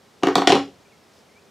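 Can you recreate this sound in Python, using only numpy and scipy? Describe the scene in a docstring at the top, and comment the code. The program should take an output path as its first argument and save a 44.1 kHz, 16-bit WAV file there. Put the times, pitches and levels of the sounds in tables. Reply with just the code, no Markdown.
"""A stamp block clattering on a desk

A clear acrylic stamp block is rocked on paper, pulled free and clatters down: three groups of sharp knocks with
rebounds, heard close by in a small room. Each impact excites damped modes: the desk top thumps, the block's
body clacks and the block rings. Two faint, far whistles, perhaps a bird, and a light brush of the hand follow
over the room's steady hiss."""
import sys
import numpy as np
from scipy import signal
from scipy.fft import rfft, irfft
from scipy.io import wavfile
from scipy.ndimage import uniform_filter1d, minimum_filter1d

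SR = 44100
rng = np.random.default_rng(int(sys.argv[2]) if len(sys.argv) > 2 else 0)


def to_wav(s):
    """Save 16-bit WAV."""
    ch = np.atleast_2d(s).T  # columns
    pcm = np.round(np.clip(ch, -1, 1) * 32767)  # PCM
    wavfile.write(sys.argv[1], SR, pcm.astype(np.int16))


N = 66150
TIME, BIN_HZ = np.arange(N) / SR, np.fft.rfftfreq(N, 1 / SR)

# Noise spectra. Each row: frequency in Hz, relative spectral density in dB.
HISS_SPECTRUM = [(15, -75), (25, -54), (80, -3.5), (117, -7), (206, 0), (363, -6.5), (394, 1), (463, -3.5),
                 (796, -7.5), (1840, -14), (2280, -15), (2550, -16), (5430, -18), (16000, -35.5)]
CRACK_SPECTRUM = [(100, -34), (600, -20), (1500, 9.5), (4000, 4), (6000, 0.5), (8000, -6.5), (11000, -20),
                  (16000, -33.5)]
BRUSH_SPECTRUM = [(200, -13.5), (1500, -13), (5000, 1), (8000, -9.5), (15000, -21)]
# Likeness of left and right, for the hiss and all other noise. 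Each row: frequency in Hz, coherence.
HISS_COHERENCE = [(60, 1), (180, 0.88), (550, 0.72), (1650, 0.73), (4970, 0.93), (15000, 0.91)]
COHERENCE = [(40, 1), (150, .999), (500, 1), (1000, 0.99), (2500, 0.96), (6000, 0.94), (14000, 0.95)]
# Contacts of the block. Each row: start in seconds, thump level in dB, clack level in dB,
# clack pitch in Hz, ring level in dB, ring pitch in Hz, crack level in dB.
CONTACTS = [(0.2252, -33, -29.5, 780, -44, 3000, -47), (0.2338, -9.5, -9, 950, -18.5, 2680, -19),
            (0.2706, -9, -13.5, 970, -17, 2450, -24.5), (0.2847, -5, -13.5, 980, -28.5, 2800, -29),
            (0.3546, -14, -3.5, 1090, -10.5, 5130, -14.5), (0.3805, -6, -11, 1000, -21.5, 2580, -24.5),
            (0.4189, -12.5, -12, 1020, -19, 2500, -32.5), (0.472, -15.5, -17.5, 700, -53, 2600, -21.5),
            (0.4734, -5.5, -3, 650, -6, 3060, -7), (.495, -28.5, -19, 750, -33, 3400, -15.5),
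            (0.502, -14.5, -9.5, 710, -29.5, 3000, -14), (0.5213, -7.5, -5.5, 796, -17.5, 2740, -11.5),
            (0.5261, -5, -9.5, 790, -16, 2500, -28), (0.5523, -25.5, -12, 1150, -27.5, 2630, -21),
            (.5625, -26, -14, 1160, -27.5, 2170, -32.5)]
# Heavier blows that set the desk frame booming. Each row: start in seconds, level in dB.
HEAVY_BLOWS = [(0.2322, -27), (0.2712, -36), (.3580, -21.5), (0.38, -29), (0.489, -22.5), (0.5265, -28),
               (0.5509, -25)]
# Normal modes. Each row: frequency in Hz, relative level in dB, time to decay by 60 dB in seconds.
DESK_FRAME_MODES = [(107, -12.5, 0.33), (156.2, -4.5, 0.27), (189.4, -2, 0.24), (277.7, 6, 0.21),
                    (470.8, 3.5, 0.17), (537, -6.5, 0.23)]
DESK_TOP_MODES = [(297.8, -2, 0.043), (384.6, 1, 0.031), (403.4, -24.5, 0.19)]
BLOCK_BODY_MODES = [(579.7, -12, 0.075), (720, 2, 0.029), (807.6, -1, 0.024), (839, -13, 0.094),
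                    (944, -6.5, 0.022), (1099, -4.5, 0.029), (1250, -7, 0.03), (1345, -8, 0.02)]
ACRYLIC_MODES = [(1512, -1.5, 0.017), (1845, -1.5, 0.018), (2293, -7, 0.018), (2880, -3.5, 0.012),
                 (3377, -1.5, 0.0064), (4460, -5.5, 0.018), (5020, 0, 0.003), (5860, -6, 0.0042),
                 (6910, -10.5, 0.01)]
# Strength of the reverberation. Each row: frequency in Hz, level against the direct sound in dB.
ROOM_GAIN = [(60, -8), (150, -6.5), (290, -9.5), (420, -1), (700, -5.5), (1500, -0.5), (3000, -2),
             (6000, -2.5), (14000, -5)]
# Reverberation time. Each row: frequency in Hz, time to decay by 60 dB in seconds.
ROOM_DECAY = [(60, 0.93), (150, 0.32), (400, 0.3), (1000, 0.19), (3000, 0.29), (12000, 0.26)]
# Glides, one list for each whistle. Each row: time in seconds, pitch in Hz, level in dB.
WHISTLE_GLIDES = [
    [(.85, 2450, -64), (.86, 2370, -57), (.882, 2180, -78.5), (.9, 2760, -62.5), (.915, 2740, -70),
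     (.926, 2190, -56.5), (.96, 2120, -70), (.98, 2120, -80)],
    [(1.28, 2000, -85), (1.318, 2150, -61.5), (1.35, 2240, -71), (1.366, 2310, -54), (1.384, 2390, -55),
     (1.40, 2750, -74)],
]


def from_db(db):
    """Amplitude grows tenfold for every 20 dB."""
    return 10 ** (np.asarray(db) / 20)


def at_hz(points, hz):
    """Interpolation on a logarithmic frequency axis gives each octave equal room."""
    known_hz, values = np.transpose(points)
    return np.interp(np.log(np.maximum(hz, 1)), np.log(known_hz), values)


def stereo_noise(spectrum, coherence):
    """The balance of in-phase and antiphase noise sets the coherence of two channels; the rms is 1."""
    mid, side = rfft(rng.standard_normal((2, N)))
    alike = np.clip(at_hz(coherence, BIN_HZ), 0, .9995)
    white = np.sqrt(1 + alike) * mid + np.sqrt(1 - alike) * side * [[1], [-1]]
    noise = irfft(from_db(at_hz(spectrum, BIN_HZ)) * white, N)
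    return noise / noise.std()


def room_hiss():
    """The room's background is stationary noise, partly coherent between left and right."""
    return from_db(-54.5) * stereo_noise(HISS_SPECTRUM, HISS_COHERENCE)


def damped_mode(times, levels_db, hz, t60):
    """A damped oscillator answers each impulse with an exponentially decaying sine."""
    impulses = np.zeros(N)
    np.add.at(impulses, (times * SR).astype(int), from_db(levels_db))
    decay, step = from_db(-60 / (t60 * SR)), 2 * np.pi * hz / SR  # per sample
    return signal.lfilter([0, np.sin(step)], [1, -2 * decay * np.cos(step), decay ** 2], impulses + 1e-18)


def strike(modes, times, levels_db, pitch_hz=1, focus_db=0):
    """Modes superpose; the point of contact favours one pitch, losing focus_db an octave away."""
    scatter_db = 2.55 * rng.standard_normal((len(times), len(modes)))
    out = 0
    for k, (hz, mode_db, t60) in enumerate(modes):
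        loss_db = focus_db * np.log2(hz / pitch_hz) ** 2
        drive_db = levels_db + mode_db - loss_db + scatter_db[:, k]
        out = out + (-1) ** k * damped_mode(times, drive_db, hz, t60)
    return out


def radiate(vibration, cutoff_hz):
    """A surface small against the wavelength radiates poorly, so sound below the cutoff is weak."""
    return signal.sosfilt(signal.butter(2, cutoff_hz, "high", fs=SR, output="sos"), vibration)


def cracks(times, levels_db, pitches_hz, lift_db=5, width_octaves=0.39, t60=0.024):
    """The block's many fine modes merge into a brief noise burst, lifted around the ring pitch."""
    out, hz = 0, np.geomspace(100, 16000, 60)
    for start, db, pitch_hz in zip(times, levels_db, pitches_hz):
        lift = lift_db * np.exp(-.5 * (np.log2(hz / pitch_hz) / width_octaves) ** 2)
        spectrum = np.c_[hz, at_hz(CRACK_SPECTRUM, hz) + lift]
        envelope = (TIME >= start) * from_db(-60 * np.clip(TIME - start, 0, .5) / t60)
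        out = out + from_db(db) * envelope * stereo_noise(spectrum, COHERENCE)
    return out


def knocks():
    """Impact sets both desk and block in free vibration; the paper cushions their highest tones."""
    times, thump_db, clack_db, clack_hz, ring_db, ring_hz, crack_db = np.transpose(CONTACTS)
    boom = radiate(strike(DESK_FRAME_MODES, *np.transpose(HEAVY_BLOWS)), cutoff_hz=81.6)
    thump = radiate(strike(DESK_TOP_MODES, times, thump_db), cutoff_hz=145)
    clack = radiate(strike(BLOCK_BODY_MODES, times, clack_db, clack_hz, focus_db=14), cutoff_hz=350)
    ring = radiate(strike(ACRYLIC_MODES, times, ring_db, ring_hz, focus_db=5), cutoff_hz=950)
    cushion = signal.butter(2, 9100, fs=SR, output="sos")
    return signal.sosfilt(cushion, boom + thump + clack + ring) + cracks(times, crack_db, ring_hz)


def reverberation(direct, delay_s=0.0031, build_s=0.00089):
    """Dense reflections build up, then decay exponentially, each half octave at its own rate."""
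    centres_hz = 45 * 2 ** np.arange(0, 9, .5)
    age = np.maximum(TIME - delay_s, 0)
    onset = 1 - np.exp(-age / build_s)
    white = rfft(stereo_noise([(20, 0), (20000, 0)], COHERENCE))
    tail = 0
    for hz, weights in zip(centres_hz, np.eye(len(centres_hz))):
        band = irfft(white * at_hz(np.c_[centres_hz, weights], BIN_HZ), N)
        tail = tail + band * from_db(-60 * age / at_hz(ROOM_DECAY, hz))
    spectrum = rfft(tail * onset)
    # Even out the power over 70 Hz spans, then give it the room's colour.
    power = uniform_filter1d(np.mean(abs(spectrum) ** 2, axis=0), size=int(70 / BIN_HZ[1]))
    response = irfft(spectrum / np.sqrt(power) * from_db(at_hz(ROOM_GAIN, BIN_HZ)), N) * (age > 0)
    return signal.fftconvolve(direct, response[:, :N // 2], axes=1)[:, :N]


def whistles():
    """Each far whistle is a pure tone whose phase is the integral of its gliding frequency."""
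    out = 0
    for glide in WHISTLE_GLIDES:
        times, hz, db = np.transpose(glide)
        envelope = np.interp(TIME, times, from_db(db), left=0, right=0)
        phase = 2 * np.pi * np.cumsum(np.interp(TIME, times, hz)) / SR
        out = out + envelope * np.sin(phase)
    return out


def hand_brush(peak_s=1.165, width_s=0.045):
    """Sliding friction of the hand on paper gives a soft swell of broadband noise."""
    swell = np.exp(-.5 * ((TIME - peak_s) / width_s) ** 2)
    return from_db(-62.5) * swell * stereo_noise(BRUSH_SPECTRUM, COHERENCE)


def scene(pan_db=0.12, dullness=0.042):
    """Sound pressures add: knocks and reflections, slightly duller on the right, and the faint sounds."""
    direct = knocks()
    left, right = direct + reverberation(direct)
    right = signal.lfilter([1 - dullness], [1, -dullness], right)
    clatter = np.array([left * from_db(pan_db), right * from_db(-pan_db)])
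    return clatter + room_hiss() + whistles() + hand_brush()


def record(dry):
    """A fast limiter lowers the gain at peaks above full scale; filters then cut both band edges."""
    gain = 1 / np.maximum(abs(dry).max(axis=0), 1)
    gain = uniform_filter1d(minimum_filter1d(gain, size=61), size=61)
    bass_cut = signal.butter(2, 30, "high", fs=SR, output="sos")
    treble_cut = signal.cheby2(12, 70, 16800, fs=SR, output="sos")
    return signal.sosfilt(treble_cut, signal.sosfilt(bass_cut, dry * gain))


dry = scene()
out = record(dry)
to_wav(out)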